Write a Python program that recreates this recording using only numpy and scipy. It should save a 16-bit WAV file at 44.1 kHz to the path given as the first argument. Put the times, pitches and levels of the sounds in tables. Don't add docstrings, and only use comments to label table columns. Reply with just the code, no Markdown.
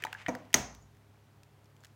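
import sys
import numpy as np
from scipy import signal
from scipy.fft import rfft, irfft
from scipy.io import wavfile

SR = 44100
rng = np.random.default_rng(int(sys.argv[2]) if len(sys.argv) > 2 else 0)


def store_wav(level_fs):
    pcm = np.round(np.clip(np.atleast_2d(level_fs), -1, 1) * 32767)
    wavfile.write(sys.argv[1], SR, pcm.T.astype(np.int16))


def voltage_ratio(decibels):
    exponent = np.asarray(decibels, float) / 20
    return 10 ** exponent


N = 85995


def scaled_to_rms_one(x):
    return x / np.sqrt(np.mean(x ** 2) + 1e-20)


def read_table(points, hz):
    f, value = np.transpose(points)
    return np.interp(np.log(hz + 1), np.log(f + 1), value)


def add_at(mix, time_s, sound):
    part = mix[round(time_s * SR):][:len(sound)]
    part += sound[:len(part)]


def coloured(x, colour):
    gain = voltage_ratio(read_table(colour, np.fft.rfftfreq(len(x), 1 / SR)))
    return irfft(rfft(x) * gain, len(x))


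def coloured_click(colour):
    hz = abs(np.fft.fftfreq(1024, 1 / SR))
    log_gain = np.log(voltage_ratio(read_table(colour, hz)))
    click = np.fft.ifft(np.exp(np.conj(signal.hilbert(log_gain)))).real[:512]
    return click / np.linalg.norm(click)


def dying_tone(hz, db, t60, rise_s):
    t = np.arange(0, t60 * 1.2 + .002, 1 / SR)
    soft_start = 1 - np.exp(-t / rise_s)
    return voltage_ratio(db - 60 * t / t60) * np.sin(2 * np.pi * hz * t) * soft_start


def struck_body(modes, body_db, spread, rise_s):
    out = np.zeros(SR)
    for k, (hz, db, t60) in enumerate(modes):
        sign = (-1) ** k
        add_at(out, 0, sign * dying_tone(hz, body_db + db + 3.5, t60, rise_s))
        for detune, late in rng.random((2, 2)):
            near_hz = hz * (1 + spread * (2 * detune - 1))
            add_at(out, late / hz, dying_tone(near_hz, body_db + db - 12, t60, rise_s))
    return out


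# (time [s], thud [dB], table boom [dB], rim ring [dB], rim rise [s])
BLOW_EVENTS = [
    (0.036, -58.5, -68.5, -88, .001),
    (0.2833, -30.5, -58.5, -41.5, 0.0021),
    (0.2896, -48.5, -79, -37, .003),
    (.3510, -47, -61, -58, 0.002),
    (0.5423, -31.5, -35.5, -17, .0004),
    (0.5451, -46, -69.5, -22.5, 0.00052),
]
# (pitch [Hz], level [dB], t60 [s])
BOWL_HARD = [(207.5, 0, 0.15), (252, -3.5, 0.13), (331.2, -3, 0.064), (390, -7.5, .04), (588, -9.5, 0.069),
             (679, 1.5, 0.062), (843, -3, 0.07), (1028, -4.5, .06), (1223.7, -4, 0.08), (1376, -3.5, 0.011),
             (1650, -8.5, .025), (1906, 2, 0.014)]
# (pitch [Hz], level [dB], t60 [s])
BOWL_LIGHT = [(190, -5.5, .07), (249, -4, 0.24), (287.8, 2.5, 0.061), (486, -8.5, .09), (520, -1, 0.056),
              (620, -4.5, 0.059), (670, 5, 0.027), (760, -9.5, .08), (953, -11, .12), (1160, -4.5, .03),
              (1430, -9, .03), (1940, -4.5, .03), (2300, -8, .03)]
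# (pitch [Hz], level [dB], t60 [s])
TABLE_MODES = [(57.33, -9.5, .8), (82, -6, 0.34), (125.3, -4.5, 0.51), (148.7, -6.5, 0.25)]
# (pitch [Hz], level [dB], t60 [s])
RIM_MODES = [(3200, -16.5, .01), (3996, -15, .012), (4500, -5.5, 0.01395), (5000, -18.5, .015),
             (5500, -4.5, .016), (5750, -9, 0.02), (6070, 1, 0.019), (6450, -1, 0.024), (6800, -5, .018),
             (7080, -8, 0.013), (7800, -17.5, .012), (8220, -10.5, 0.0081), (9470, -11.5, .008)]


def blows():
    out = np.zeros(N)
    for time_s, thud_db, boom_db, rim_db, rim_rise_s in BLOW_EVENTS:
        bowl = BOWL_HARD if time_s > .5 else BOWL_LIGHT
        add_at(out, time_s, struck_body(bowl, thud_db, .05, .0008))
        add_at(out, time_s, struck_body(TABLE_MODES, boom_db, .05, .03))
        add_at(out, time_s, struck_body(RIM_MODES, rim_db, .025, rim_rise_s))
    return out


# (pitch [Hz], level [dB])
TICK_TONE = [(300, -20.5), (1200, -5.5), (2500, -1.5), (5000, -3), (7000, -3.5), (10000, -11.5),
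             (16000, -12)]


def contacts(events, overtone_db):
    out = np.zeros(N)
    t = np.arange(600) / SR
    tick = coloured_click(TICK_TONE)
    for time_s, db, hz, t60, tick_db in events:
        add_at(out, time_s, dying_tone(hz, db + 2.5, t60, 0.66 / hz))
        add_at(out, time_s, dying_tone(hz * 1.6, db + overtone_db, t60 * 0.49, 0.00013))
        slips = 0.19 * rng.standard_normal(600) * voltage_ratio(-60 * t / 0.016)
        slips[0] += 1
        add_at(out, time_s, voltage_ratio(db + tick_db) * np.convolve(slips, tick))
    return out


# (time [s], peak level [dB], pitch [Hz], t60 [s], bright tick [dB])
SNAP_EVENTS = [(.5417, -8, 2010, 0.0059, -14), (.5421, -7, 1925, 0.0059, 5.5),
               (.5430, -18, 2240, 0.0055, 1), (.5437, -26.5, 4550, 0.0082, 12),
               (.5455, -24.5, 1400, .01, 3.5), (.7492, -50, 4050, 0.0068, 14),
               (.9503, -56.5, 2002, 0.0083, 2.5), (.9692, -62, 1803, 0.0091, 11),
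               (1.1568, -61.5, 2300, .012, -2), (1.19, -66.5, 3200, 0.011, -0.5),
               (1.4334, -52, 2610, 0.0076, 10.5), (1.592, -63.5, 2187, 0.011, 1),
               (1.6440, -63, 6980, .006, 9), (1.6572, -61, 5470, 0.0069, 9.5),
               (1.7657, -55, 3300, 0.0034, 6), (1.8060, -61, 7200, 0.0067, 9),
               (1.8140, -66, 7240, 0.0037, -4.5), (1.8320, -65.5, 4560, 0.0075, 13),
               (1.8372, -44, 1596, 0.007, 1), (1.8471, -50, 5420, 0.0069, 12.5),
               (1.8478, -58, 3080, 0.0093, 6), (1.8483, -48, 1880, 0.011, 10),
               (1.8410, -56.5, 2600, 0.0035, 4), (1.8500, -69, 2580, 0.0044, -5),
               (1.8522, -59, 3860, 0.003, 7), (1.8538, -48.5, 1670, 0.0092, 8),
               (1.8680, -63, 2600, 0.0093, 17)]


def shell_snaps():
    return contacts(SNAP_EVENTS, -18.5)


# (time [s], peak level [dB], pitch [Hz], t60 [s], bright tick [dB])
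CLINK_EVENTS = [(.0224, -39, 1850, 0.018, -2), (.0236, -40.5, 1800, 0.0084, 7),
                (.0254, -35, 2500, 0.008, -12), (.0275, -42.5, 420, 0.022, -25),
                (.0380, -21, 1810, 0.0086, -2.5), (.0383, -26, 3070, 0.0095, -9.5),
                (.0386, -26, 2350, 0.007, -7.5), (.0480, -53, 1900, .008, -3.5),
                (.0503, -24.5, 910, 0.028, -0.5), (.0502, -24.5, 1200, .009, -22),
                (.0506, -51, 3920, 0.057, -3), (.0510, -38, 2500, .01, -5), (.0705, -40, 950, .025, -28),
                (.0687, -26.5, 1850, 0.0072, -12), (.1285, -24, 2774, 0.0053, -4),
                (.1288, -38, 3250, 0.0094, -10), (.1296, -28.5, 1570, 0.012, -35),
                (.1298, -35, 900, .012, -33.5), (.1350, -42, 1550, .012, -20),
                (.1420, -41.5, 1400, .004, 1), (.1494, -31.5, 1650, 0.018, -20),
                (.1590, -42.5, 1700, 0.014, -13), (.2630, -23, 1850, 0.0093, -22),
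                (.2632, -31, 3050, 0.0091, -10.5), (.2664, -24, 2100, 0.007, -18),
                (.2740, -49, 1900, 0.028, -31.5), (.2826, -36.5, 2400, 0.017, 7),
                (.2877, -32.5, 1950, 0.018, -6.5), (.2905, -36.5, 2300, 0.027, -3.5),
                (.2930, -38.5, 1750, .02, -3.5), (.3512, -25.5, 1800, 0.00533, -4),
                (.3870, -57.5, 7400, 0.0034, -9.5), (.4520, -61.5, 5000, 0.006, 10),
                (.5048, -55.5, 1900, 0.027, 4), (.5190, -62, 2200, 0.011, 2),
                (.5300, -36.5, 3130, 0.00501, 8), (.5342, -35, 3300, 0.005, 1.5)]


def clinks():
    return contacts(CLINK_EVENTS, -12.5)


# (time [s], level [dB])
RUB_LEVEL = [(0, -57.5), (.03, -57.5), (.1, -58.5), (.165, -63), (.186, -54), (.205, -54), (.223, -49.5),
             (.238, -64), (.258, -68.5), (.275, -58), (.4, -66.5), (.52, -74), (.56, -99)]
# (pitch [Hz], level [dB per Hz])
RUB_TONE = [(250, -13), (500, -15), (950, -6.5), (2100, 0), (3100, -6), (4200, -15), (6500, -19),
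            (16000, -44.5)]


def rub():
    slips_per_s = 3900
    size = voltage_ratio(3 * np.minimum(rng.exponential(1, N), 4))
    happens = rng.random(N) < slips_per_s / SR
    slips = size * happens * rng.choice([-1, 1], N)
    time_s, db = np.transpose(RUB_LEVEL)
    level = voltage_ratio(np.interp(np.arange(N) / SR, time_s, db))
    return level * scaled_to_rms_one(coloured(slips, RUB_TONE))


def squeak():
    middle_s, length_s, pitch_hz, width_hz = .822, .0085, 6820, 370
    t, hz = np.arange(N) / SR, np.fft.rfftfreq(N, 1 / SR)
    band = np.exp(-((hz - pitch_hz) / width_hz) ** 2)
    noise = irfft(rfft(rng.standard_normal(N)) * band, N)
    swell = np.exp(-((t - middle_s) / length_s) ** 2)
    return voltage_ratio(-68.5) * scaled_to_rms_one(noise) * swell


# (time [s], dull [dB], bright [dB])
WALL_PUSHES = [
    (0.039, -29.5, -37),
    (.2830, 0.5, -14.5),
    (0.352, -23, -31.5),
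    (.5420, 3.5, 7),
]
# (pitch [Hz], level [dB])
DULL_TONE = [(50, -15.5), (120, 0.5), (250, 5), (420, -2), (680, 4), (1100, 2.5), (2000, -9), (16000, -53)]
# (pitch [Hz], level [dB])
BRIGHT_TONE = [(800, -3), (2500, 5), (4500, -0.5), (5400, 0.5), (6300, 0), (7400, -7), (11000, -11.5),
               (16000, -6.5)]


def knocks():
    dull, bright = np.zeros((2, N))
    for time_s, dull_db, bright_db in WALL_PUSHES:
        add_at(dull, time_s, voltage_ratio([dull_db]))
        add_at(bright, time_s, voltage_ratio([bright_db]))
    return coloured(room(dull), DULL_TONE) + coloured(room(bright), BRIGHT_TONE)


# (pitch [Hz], t60 [s])
ROOM_DECAY = [(100, 0.94), (300, 0.36), (1000, 0.47), (3000, 0.36), (6000, 0.43), (10000, 0.22),
              (15000, 0.21)]
# (pitch [Hz], level [dB])
ROOM_TONE = [(100, -3), (500, 5.5), (1500, -3.5), (4000, -9), (7000, -3), (15000, -4.5)]


def room(x):
    taps = np.zeros(SR)
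    at = np.arange(round(0.0036 * SR), SR - 20, 10)
    taps[at + rng.integers(0, 10, len(at))] = rng.choice([-1., 1.], len(at))
    hz, t, z = signal.stft(taps, SR, nperseg=256)
    db = read_table(ROOM_TONE, hz)[:, None] - 60 * t / read_table(ROOM_DECAY, hz)[:, None]
    tail = signal.istft(z * voltage_ratio(db), SR, nperseg=256)[1]
    return signal.fftconvolve(x, tail / np.linalg.norm(tail))[:N]


# (pitch [Hz], level [dB per Hz])
AIR_TONE = [(30, -23.5), (100, -7.5), (190, -11.5), (420, -18.5), (900, -20), (4000, -33), (10000, -40),
            (16000, -40.5)]
# (pitch [Hz], level [dB], width [Hz])
FRIDGE_TONES = [(70, -74.5, 6), (102.7, -61, 0.89), (141, -67.5, 1.9), (198, -80.5, 2.3), (301.6, -79, 3),
                (393, -89, 3), (409.5, -76, 6.26), (693.4, -81.5, 13)]


def kitchen():
    t, hz = np.arange(N) / SR, np.fft.rfftfreq(N, 1 / SR)
    out = voltage_ratio(-65) * scaled_to_rms_one(coloured(rng.standard_normal(N), AIR_TONE))
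    for pitch, db, width in FRIDGE_TONES:
        slow = irfft(rfft(rng.standard_normal((2, N))) * np.exp(-(hz / width) ** 2), N)
        waver = 1 + .1 * (scaled_to_rms_one(slow[0]) + 2j * scaled_to_rms_one(slow[1]))
        turning = np.exp(2j * np.pi * (pitch * t + rng.random()))
        out += voltage_ratio(db + 0.5) * (waver * turning).real
    return out


def scene():
    near = blows() + shell_snaps() + clinks()
    hands = rub() + squeak()
    far = room(hands + voltage_ratio(-9) * near) + knocks()
    return (near + hands + voltage_ratio(-7) * far + kitchen())[None]


def low_pass(x):
    return signal.sosfilt(signal.butter(12, 16970, fs=SR, output="sos"), x)


def record(dry):
    limit = .75
    squashed = limit * np.tanh(dry / limit)
    b, a = signal.butter(3, 48 / SR * 2, "high")
    low_cut = signal.lfilter(b, a, squashed)
    top_cut = signal.firwin(127, 16100, window=("kaiser", 9), fs=SR)[None]
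    return low_pass(signal.oaconvolve(low_cut, top_cut, "same"))


dry = scene()
out = record(dry)
store_wav(out)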